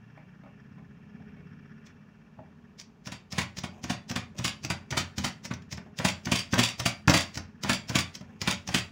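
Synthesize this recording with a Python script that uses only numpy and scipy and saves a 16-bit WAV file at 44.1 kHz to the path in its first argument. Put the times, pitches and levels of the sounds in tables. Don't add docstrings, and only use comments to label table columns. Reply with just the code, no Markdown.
import sys
import numpy as np
from scipy import signal
from scipy.fft import rfft, irfft
from scipy.io import wavfile

SR = 44100
rng = np.random.default_rng(int(sys.argv[2]) if len(sys.argv) > 2 else 0)


def file_out(sig):
    cols = np.atleast_2d(sig).T
    lim = np.clip(cols, -1, 1)
    pcm = np.round(lim * 32767).astype(np.int16)
    wavfile.write(sys.argv[1], SR, pcm)


N = 392931
TIME_S = np.arange(N) / SR


def from_db(db):
    return 10 ** (np.asarray(db) / 20)


def unit_energy(x):
    return x / np.sqrt(np.sum(x ** 2) + 1e-20)


def at_hz(points, hz):
    return np.interp(np.log(np.maximum(hz, 1)), *np.transpose([(np.log(f), v) for f, v in points]))


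def over_time(points):
    return np.interp(TIME_S, *np.transpose(points))


def add(track, start_s, sound):
    i = max(round(start_s * SR), 0)
    track[i:i + len(sound)] += sound[:N - i]


def convolve(x, response):
    return signal.fftconvolve(x, response)[:len(x)]


def colour(spectrum, size=4096):
    cepstrum = irfft(np.log(from_db(at_hz(spectrum, np.arange(size // 2 + 1) * SR / size))))
    cepstrum[1:size // 2] *= 2
    cepstrum[size // 2 + 1:] = 0
    return unit_energy(irfft(np.exp(rfft(cepstrum))))


def noise(spectrum):
    response = colour(spectrum)
    return signal.fftconvolve(rng.standard_normal(N + len(response) - 1), response, "valid")


def ringing(modes):
    t = np.arange(SR) / SR
    return unit_energy(sum(from_db(db) * unit_energy(np.cos(2 * np.pi * hz * t) * from_db(-60 * t / t60))
                           for hz, db, t60 in modes))


def wavering(depth_db, step_s):
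    return depth_db * np.interp(TIME_S / step_s, np.arange(1024), rng.standard_normal(1024))


def swell(t, lead_s, rise_s, fall_s):
    return (t > -lead_s) * np.exp(np.minimum(t / rise_s, -t / fall_s))


def grains(envelope, per_s, spread_db):
    chance, size, sign = rng.random((3, len(envelope)))
    born = chance < per_s / SR
    return unit_energy(envelope * born * from_db(spread_db * size) * np.sign(sign - .5))


def varying(x, make_response, strokes_per_s=3.7, count=9):
    stroke = TIME_S * strokes_per_s
    weights = [np.clip(1 - np.abs((stroke - k + 1) % count - 1), 0, 1) for k in range(count)]
    return sum(convolve(x * weight, make_response()) for weight in weights)


# (frequency [Hz], t60 [s])
ROOM_DECAY = [(100, 0.27), (300, 0.22), (800, 0.29), (2500, 0.25), (5000, 0.21), (9000, 0.11),
              (16000, 0.067)]


def kitchen(wet_db, build_s=0.00006, late_db=-25, late_t60_s=0.46, bands=12):
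    t = np.arange(SR) / SR
    white, hz = rfft(rng.standard_normal(SR)), np.arange(SR // 2 + 1)
    centres_hz = np.geomspace(60, 16000, bands)
    onset = 1 - np.exp(-t / build_s)
    tail = 0
    for k, centre_hz in enumerate(centres_hz):
        band = at_hz(zip(centres_hz, np.eye(bands)[k]), hz)
        fade = from_db(-60 * t / at_hz(ROOM_DECAY, centre_hz)) + from_db(late_db - 60 * t / late_t60_s)
        tail += unit_energy(irfft(white * band) * fade * onset) * np.sqrt(band.sum())
    response = from_db(wet_db) * unit_energy(tail)
    response[0] += 1
    return response / np.sqrt(1 + from_db(2 * wet_db))


def in_room(x, wet_db):
    return varying(x, lambda: kitchen(wet_db))


# (frequency [Hz], density [dB])
AIR_SPECTRUM = [(15, -20), (50, 2), (100, 5.5), (400, -2), (600, -6), (1100, -6), (2000, -16.5),
                (2700, -16.5), (4000, -25), (6300, -25), (8500, -39), (16000, -40)]


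def air():
    return from_db(-63) * noise(AIR_SPECTRUM)


# (multiple of speed, level [dB])
MOTOR_PARTIALS = [(3, -79), (4, -58.5), (5, -58), (6, -58)]


def motor(start_hz=28.9, top_hz=43.1, wind_up_s=2.2, fade_at_s=0.59, fade_db_per_s=3):
    speed_hz = top_hz + (start_hz - top_hz) * np.exp(-TIME_S / wind_up_s)
    angle = 2 * np.pi * np.cumsum(speed_hz) / SR
    fade_db = -fade_db_per_s * np.maximum(TIME_S - fade_at_s, 0)
    return sum(np.sqrt(2) * from_db(db + fade_db + wavering(depth_db=3, step_s=0.11)) * np.sin(k * angle)
               for k, db in MOTOR_PARTIALS)


# (multiple of turn rate, relative level [dB])
FAN_PARTIALS = [(3, -19), (9, -6.5), (10, -7), (11, -8), (12, -14), (13, -7), (25, -22)]
# (frequency [Hz], density [dB])
DRONE_SPECTRUM = [(25, -51), (45, -22), (90, -3), (125, -10), (165, -20.5), (215, 1), (260, -6.5),
                  (320, -22), (365, -34.5), (410, -9.5), (480, -27.5), (800, -80)]
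# (time [s], level [dB])
DRONE_LEVELS = [(0.0, -61), (0.3, -62.5), (0.7, -55), (0.98, -58), (1.13, -54.5), (1.34, -51.5),
                (2.28, -62), (2.54, -60), (2.95, -61.5)]


def fan_drone(angle, steady_at_s=4, steady_db=-55.5, gain_db=1.5):
    hum = sum(np.sqrt(2) * from_db(db) * np.sin(k * angle + 2 * np.pi * rng.random())
              for k, db in FAN_PARTIALS)
    flutter = from_db(-1 + 1.7 * np.cos(angle)) * noise(DRONE_SPECTRUM)
    level_db = over_time([*DRONE_LEVELS, (steady_at_s, steady_db)])
    return from_db(level_db + gain_db) * (hum + flutter)


# (frequency [Hz], density [dB])
RATTLE_SPECTRUM = [(400, -16), (780, -5), (930, -5.5), (1250, 8), (1430, 17.5), (1520, 8.5), (1730, 18),
                   (1850, 15), (1960, 6.5), (2200, -4), (2700, -4), (2950, -18), (3150, 5), (4000, -27.5),
                   (5500, -2), (8500, -88.5)]
WHIRR_SPECTRUM = [(1800, -32.5), (2300, 5.5), (2520, -3.5), (2700, 5), (2900, -6), (3400, -26.5),
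                  (4000, -35.5)]
# (time [s], level [dB])
RATTLE_LEVELS = [(0.0, -69), (0.5, -67), (0.95, -70.5), (1.25, -65.5), (1.65, -64.5), (1.95, -67.5),
                 (2.1, -70.5), (2.6, -72.5), (2.95, -79), (5.2, -70)]


def fan_rattle(angle, turn_hz, throb_db=4.3, waver_db=2.2, waver_s=.05, noise_db=-1, whirr_db=-4.5):
    throb = from_db(throb_db * np.cos(angle) + wavering(waver_db, waver_s))
    one_turn = grains(np.ones(round(SR / turn_hz)), per_s=700, spread_db=10)
    chatter = np.sqrt(N) * unit_energy(convolve(np.resize(one_turn, N), colour(RATTLE_SPECTRUM)))
    buzz = np.sqrt(N) * unit_energy(chatter + from_db(noise_db) * noise(RATTLE_SPECTRUM))
    whirr = from_db(whirr_db + wavering(waver_db, waver_s)) * noise(WHIRR_SPECTRUM)
    return from_db(over_time(RATTLE_LEVELS)) * (throb * buzz + whirr)


def fan(turn_hz=16.1, first_turn_s=0.037):
    angle = 2 * np.pi * turn_hz * (TIME_S - first_turn_s)
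    return fan_drone(angle) + fan_rattle(angle, turn_hz)


def contact_levels(db, law, thud_db=0, dull_db=0, drag_db=0):
    usual_db, parts = law
    levels_db = [part_db + slope * (db - usual_db) for part_db, slope in parts]
    return np.add(levels_db, (thud_db, dull_db, 0, drag_db))


def contact_forces(rows, *, push_s, yield_s, per_s, spread_db, crest_s, bite_lead_s, bite_rise_s,
                   bite_fall_s, drag_at_s, drag_lead_s, drag_rise_s, drag_fall_s,
                   push_lead_s=0, dull_lag_s=0, keen_db=-19):
    push, dull, crisp = np.zeros((3, N))
    lead_s = .05
    t = np.arange(SR // 4) / SR - lead_s
    age_s = np.maximum(t + push_lead_s, 0)
    pulse = age_s ** 2 * np.exp(-age_s / push_s)
    drag_shape = swell(t - drag_at_s, drag_lead_s, drag_rise_s, drag_fall_s)
    bite_shape = swell(t - crest_s, bite_lead_s, bite_rise_s, bite_fall_s)
    crush_shape = swell(t - crest_s - dull_lag_s, bite_lead_s + dull_lag_s,
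                        bite_rise_s + dull_lag_s / 2, yield_s)
    for s, thud_db, dull_db, crisp_db, drag_db in rows:
        drag = from_db(drag_db) * grains(drag_shape, per_s / 2, spread_db)
        bite = grains(bite_shape, per_s, spread_db) + drag
        crush = grains(crush_shape, per_s, spread_db) + drag
        edge = from_db(crisp_db - keen_db) * np.convolve(bite, [-1, 2, -1], "same")
        add(push, s - lead_s, from_db(thud_db) * pulse / pulse.sum())
        add(dull, s - lead_s, from_db(dull_db) * crush)
        add(crisp, s - lead_s, from_db(crisp_db) * (bite + edge))
    return push, dull, crisp


# (frequency [Hz], level [dB], t60 [s])
TABLE_TOP_MODES = [(89.5, -4.5, 0.35), (118.4, -2.5, 0.21), (135.3, -1.5, 0.08), (186.5, 5, 0.094),
                   (237.3, 1.5, 0.11), (313, -10.5, 0.04), (339.4, -7, 0.35), (490, -7, 0.04),
                   (581, 2, 0.15), (680, -3, 0.06)]


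def radiate(forces, dull_response, crisp_response, thud_db, dull_db, crisp_db, bass_cut_hz=80.4):
    push, dull, crisp = forces
    shaking = convolve(push, ringing(TABLE_TOP_MODES))
    thud = signal.sosfilt(signal.butter(3, bass_cut_hz, "high", fs=SR, output="sos"), shaking)
    knock = from_db(dull_db) * convolve(dull, dull_response)
    grit = from_db(crisp_db) * convolve(crisp, crisp_response)
    return from_db(thud_db) * thud, knock + grit


# (frequency [Hz], level [dB], t60 [s])
HOLLOW_MODES = [(244, 3.5, 0.072), (622, 0, 0.044), (716, -12, 0.031), (775, -1, 0.024), (1020, -7, 0.013)]
# (frequency [Hz], density [dB])
RUSTLE_SPECTRUM = [(500, -6), (1100, 0.5), (1600, -3), (2300, 3.5), (2950, -18), (3400, -12), (4200, -22),
                   (9000, -38)]
# (time [s], bump [dB], rustle [dB], thud [dB])
FINGER_TOUCHES = [(0.174, -53.5, -61.5, -76), (0.435, -54, -64, -76), (0.459, -53, -73, -69),
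                  (0.78, -56.5, -64.5, -66), (1.149, -63, -75, -55), (1.2, -59, -69, -73),
                  (1.291, -70, -66, -76), (1.365, -66, -65, -76), (1.868, -73, -62, -76),
                  (2.388, -47, -81, -44), (5.862, -56, -74, -45.5), (8.209, -55.5, -59.5, -41.5),
                  (8.296, -63, -82, -68.5)]


def hand(flesh_hz=950, drag_db=-10):
    rows = [(s, thud_db, bump_db, rustle_db, drag_db)
            for s, bump_db, rustle_db, thud_db in FINGER_TOUCHES]
    forces = contact_forces(
        rows, push_s=.0005, yield_s=.007, per_s=3000, spread_db=8,
        crest_s=.002, bite_lead_s=.006, bite_rise_s=.002, bite_fall_s=.008,
        drag_at_s=.02, drag_lead_s=.04, drag_rise_s=.025, drag_fall_s=.02)
    bump = signal.sosfilt(signal.butter(2, flesh_hz, fs=SR, output="sos"), ringing(HOLLOW_MODES))
    return radiate(forces, bump, colour(RUSTLE_SPECTRUM), thud_db=38, dull_db=34.5, crisp_db=33.5)


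# (frequency [Hz], density [dB])
SHRED_SPECTRUM = [(150, -2), (500, 12.5), (900, 8.5), (1500, -6.5), (2500, 0.5), (3300, -7), (4200, -20.5),
                  (6500, -9), (9000, -26.5)]
# (time [s], length [s], level [dB])
SHRED_DRAGS = [(3.693, 0.13, -59.5), (4.344, 0.04, -56), (5.574, 0.1, -81), (5.78, 0.14, -67.5),
               (8.168, 0.29, -65.5)]


def stirring():
    slips = np.zeros(N)
    t = np.arange(SR // 2) / SR
    for s, length_s, db in SHRED_DRAGS:
        arc = np.sin(np.pi * np.minimum(t / length_s, 1))
        add(slips, s, from_db(db) * np.sqrt(length_s * SR) * grains(arc, per_s=900, spread_db=16))
    return convolve(slips, colour(SHRED_SPECTRUM))


def juice(hits, bubbles=7, low_hz=3500, high_hz=11000, t60_cycles=14, climb_per_s=25,
          gain_db=15, spread_db=5, mean_delay_s=.018):
    pops = np.zeros(N)
    t = np.arange(SR // 100) / SR
    for s, db in hits:
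        for late, pitch, size in rng.random((bubbles, 3)):
            hz = low_hz * (high_hz / low_hz) ** pitch
            pop = np.sin(2 * np.pi * hz * t * (1 + climb_per_s * t)) * from_db(-60 * t * hz / t60_cycles)
            gain = from_db(db + gain_db + spread_db * (2 * size - 4.5)) * low_hz / hz
            add(pops, s - mean_delay_s * np.log(1 - late), gain * unit_energy(pop))
    return pops


SKIN_LAW = -36.5, [(-42, 2), (-48, 1.92), (-38, 1.5), (-2, -0.5)]
# (time [s], strength [dB], creak offset [dB])
SNAPS_AND_TICKS = [(1.868, -57, 5), (2.798, -46, 6), (2.814, -50, 5.5), (3.059, -44.5, -4),
                   (3.073, -38.5, -1), (3.086, -51, -15), (3.21, -61, -31), (3.325, -38.5, 4),
                   (3.57, -39, -10), (3.587, -41, 8.5), (3.841, -38, 1.5), (4.096, -39.5, -15),
                   (4.1, -39, 3.5), (4.114, -36.5, -8), (4.389, -40, 6.5), (4.64, -43, 5), (4.649, -34, -7),
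                   (4.906, -36, -32), (4.912, -36, -15), (4.925, -48, 4), (5.183, -34.5, 2.5),
                   (5.453, -40, 6), (5.457, -40, -4), (5.538, -40.5, -10), (5.622, -51.5, -23),
                   (5.714, -43, -2), (5.727, -37, 0.5), (5.774, -43.5, -22), (5.973, -50, -3),
                   (5.988, -34.5, 0.5), (6.257, -38, 4), (6.528, -41, 10), (6.54, -31.5, -17),
                   (6.583, -31.5, -8), (6.799, -32, 0.5), (7.076, -33, -35), (7.082, -48, -17),
                   (7.097, -28.5, -1), (7.106, -29.5, -9.5), (7.345, -42, -3), (7.356, -40.5, 3),
                   (7.374, -35, -8.5), (7.636, -33.5, -2), (7.896, -37, 5.5), (8.153, -40, 3.5),
                   (8.211, -48.5, -9), (8.297, -67, -18.5), (8.407, -48.5, -13), (8.416, -32, -11),
                   (8.676, -36.5, -7), (8.688, -37.5, -4)]


def skin_forces():
    rows = [(s, *contact_levels(db, SKIN_LAW, drag_db=creak_db)) for s, db, creak_db in SNAPS_AND_TICKS]
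    return contact_forces(
        rows, push_s=.00061, yield_s=.0099, per_s=4500, spread_db=13,
        crest_s=.00019, bite_lead_s=.00083, bite_rise_s=.0032, bite_fall_s=.0039,
        drag_at_s=.001, drag_lead_s=.026, drag_rise_s=.0073, drag_fall_s=.0037)


PULP_LAW = -29, [(-32, 1.21), (-40, 1.39), (-66, 2.36), (-4.5, 0.11)]
# (time [s], squelch [dB], thud [dB])
PULP_CRUSHES = [(3.073, -31, -31.5), (3.334, -32.5, -28), (3.586, -39.5, -27.5), (3.843, -30.5, -27.5),
                (4.111, -30, -23.5), (4.396, -30, -22.5), (4.646, -34, -33), (4.925, -24.5, -25),
                (5.184, -30.5, -20), (5.457, -40, -38), (5.539, -40, -45), (5.73, -41, -28.5),
                (6, -25, -26.5), (6.271, -25, -24), (6.535, -18, -17.5), (6.58, -23, -41),
                (6.802, -30, -28), (7.081, -13.5, -14), (7.097, -21.5, -18.5), (7.375, -30, -23),
                (7.647, -25, -24.5), (7.903, -28, -23.5), (7.946, -26, -37), (8.419, -33, -31.5),
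                (8.691, -29.5, -26)]


def pulp_forces():
    rows = [(s, *contact_levels(db, PULP_LAW, thud_db=thud_db - db)) for s, db, thud_db in PULP_CRUSHES]
    return contact_forces(
        rows, push_s=.00089, push_lead_s=.00553, yield_s=.005, per_s=3800, spread_db=19.5,
        crest_s=.00078, bite_lead_s=.0025, bite_rise_s=.0022, bite_fall_s=.0012,
        drag_at_s=.0076, drag_lead_s=.016, drag_rise_s=.0046, drag_fall_s=.042)


# (frequency [Hz], density [dB])
SQUELCH_SPECTRUM = [(150, -13), (280, 11.5), (420, -1), (580, 8), (850, 3.5), (1200, 1.5), (1800, 3),
                    (2400, -3), (3200, -7.5), (4500, -17.5), (9000, -40.5)]
CRUNCH_SPECTRUM = [(800, -31.5), (2000, 8.5), (3000, 5.5), (4200, 4), (5500, 10), (6800, 3.5), (8200, -8),
                   (10000, -14.5), (13000, -21.5), (15000, -14)]


def pestle_on_food():
    forces = np.add(skin_forces(), pulp_forces())
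    return radiate(forces, colour(SQUELCH_SPECTRUM), colour(CRUNCH_SPECTRUM),
                   thud_db=37.5, dull_db=30.5, crisp_db=27.5)


# (frequency [Hz], density [dB])
KNOCK_SPECTRUM = [(150, -7.5), (265, 1), (420, -5.5), (490, -4), (575, -0.5), (680, 1), (850, -0.5),
                  (1200, 1), (1600, -0.5), (2400, 0), (3200, -12.5), (4500, -12), (9000, -79)]
GRIT_SPECTRUM = [(800, -61.5), (2000, 2.5), (3000, 7), (3700, 5.5), (4250, -0.5), (4700, 5), (5050, 1),
                 (5500, 3.5), (6200, -1), (7000, 0), (8000, -7), (8750, -9), (9400, -10), (10300, -10.5),
                 (11200, -20), (13600, -23), (14600, -22.5), (16000, -14)]
CLAY_LAW = -29.5, [(-24.5, 0.77), (-29.5, 1.096), (-27.5, 1.4), (1.5, 0.21)]
# (time [s], strength [dB], thud and dull offset [dB], skid offset [dB], bowl ring [dB])
CLAY_KNOCKS = [(3.121, -41, -4.5, -11, 0), (3.383, -33, 3, -8, -13), (3.637, -40, 1, -34, -9),
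               (3.9, -35.5, 2.5, -10.5, -5), (4.16, -35.5, 2, -18.5, -3), (4.446, -31, -2.5, -12.5, -14),
               (4.702, -34, 1.5, -34, -9), (4.973, -30.5, 2, -13, -13), (5.243, -32.5, -1, -9, -13),
               (5.51, -46.5, 8.5, -32, -19), (5.777, -56.5, 10, -30, -20), (6.049, -29.5, 3.5, -13, -9.5),
               (6.319, -30, 2.5, -16, -10), (6.591, -29, 3.5, -13, -3), (6.858, -29.5, 0, -15.5, -2),
               (7.139, -28, 2.5, -6.5, -12), (7.695, -31, 3, -8.5, -0.5), (7.955, -29.5, 2.5, -12.5, -12.5),
               (8.476, -31.5, 2.5, -9.5, -9), (8.745, -29.5, 1.5, -10, -11)]


def pestle_on_clay():
    rows = [(s, *contact_levels(db, CLAY_LAW, thud_db=low_db, dull_db=low_db, drag_db=skid_db))
            for s, db, low_db, skid_db, _ in CLAY_KNOCKS]
    forces = contact_forces(
        rows, push_s=.00054, yield_s=.0069, dull_lag_s=.0028, per_s=3600, spread_db=11.5,
        crest_s=.00068, bite_lead_s=.0063, bite_rise_s=.0024, bite_fall_s=.01,
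        drag_at_s=.035, drag_lead_s=.09, drag_rise_s=.042, drag_fall_s=.012)
    return radiate(forces, colour(KNOCK_SPECTRUM), colour(GRIT_SPECTRUM),
                   thud_db=35.5, dull_db=32.5, crisp_db=31.5)


WALL_LAW = -31.5, [(-46.5, 1), (-35, 1), (-29, 0.88), (-8, 0.1)]
# (time [s], strength [dB])
WALL_BOUNCES = [(4.481, -38), (6.089, -35.5), (6.362, -33.5), (6.394, -37.5), (6.638, -30.5),
                (6.663, -38.5), (6.69, -41), (7.178, -34), (7.21, -36), (7.737, -35), (7.994, -31.5),
                (8.514, -33.5), (8.788, -40.5)]


def pestle_on_wall():
    rows = [(s, *contact_levels(db, WALL_LAW)) for s, db in WALL_BOUNCES]
    forces = contact_forces(
        rows, push_s=.00078, yield_s=.0041, per_s=3000, spread_db=18.5,
        crest_s=.00041, bite_lead_s=.0095, bite_rise_s=.0095, bite_fall_s=.0018,
        drag_at_s=.0099, drag_lead_s=.008, drag_rise_s=.0022, drag_fall_s=.0067)
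    return radiate(forces, colour(KNOCK_SPECTRUM), colour(GRIT_SPECTRUM),
                   thud_db=31.5, dull_db=29, crisp_db=30.5)


# (frequency [Hz], level [dB], t60 [s])
BOWL_MODES = [(578, 3, .14), (670, -1, .07), (1183, -6, .1), (1315, -7, .08), (1735, -9, .06),
              (2215, -2, .09), (2310, 0, .12), (2410, 0, .12), (2503, -3, .1), (2712, -2, .09),
              (3150, -13, .08), (3515, -6, .08), (3662, -5, .08), (4638, 8, .2), (4698, 4, .17),
              (4753, 6.5, .19), (5560, -8, .05), (7296, 5, .18), (7690, -9, .25), (8330, -7, .06),
              (9400, -5, .09), (9770, -6, .09), (10120, -5, .06), (10390, -6, .06)]


def struck_bowl(spot_db=2, grip_detune=0.00098):
    chance = rng.standard_normal((len(BOWL_MODES), 2))
    return ringing([(hz * (1 + grip_detune * grip), db + spot_db * spot, t60)
                    for (hz, db, t60), (grip, spot) in zip(BOWL_MODES, chance)])


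def mortar(blows):
    ring_db = over_time([(s, db) for s, *_, db in CLAY_KNOCKS])
    return from_db(ring_db) * varying(blows, struck_bowl)


def scene():
    food_thud, crunch = pestle_on_food()
    clay_thud, clack = pestle_on_clay()
    wall_thud, crack = pestle_on_wall()
    hand_thud, rustle = hand()
    ring = mortar(from_db(-28) * crunch + from_db(-10.5) * clack + from_db(-5) * crack)
    wet_hits = [(s, db) for s, db, *_ in CLAY_KNOCKS] + [(s, db - 7) for s, db, _ in PULP_CRUSHES]
    food = crunch + juice(wet_hits)
    clatter = in_room(from_db(-2) * food + clack + crack + ring + rustle + stirring(), wet_db=0)
    thuds = in_room(food_thud + clay_thud + wall_thud + hand_thud, wet_db=-0.5)
    direct = from_db(-12.5) * food
    return (direct + clatter + thuds + fan() + motor() + air())[None]


def record(dry, cutoff_hz=15700):
    return signal.sosfilt(signal.ellip(10, .2, 80, cutoff_hz, fs=SR, output="sos"), dry)


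dry = scene()
out = record(dry)
file_out(out)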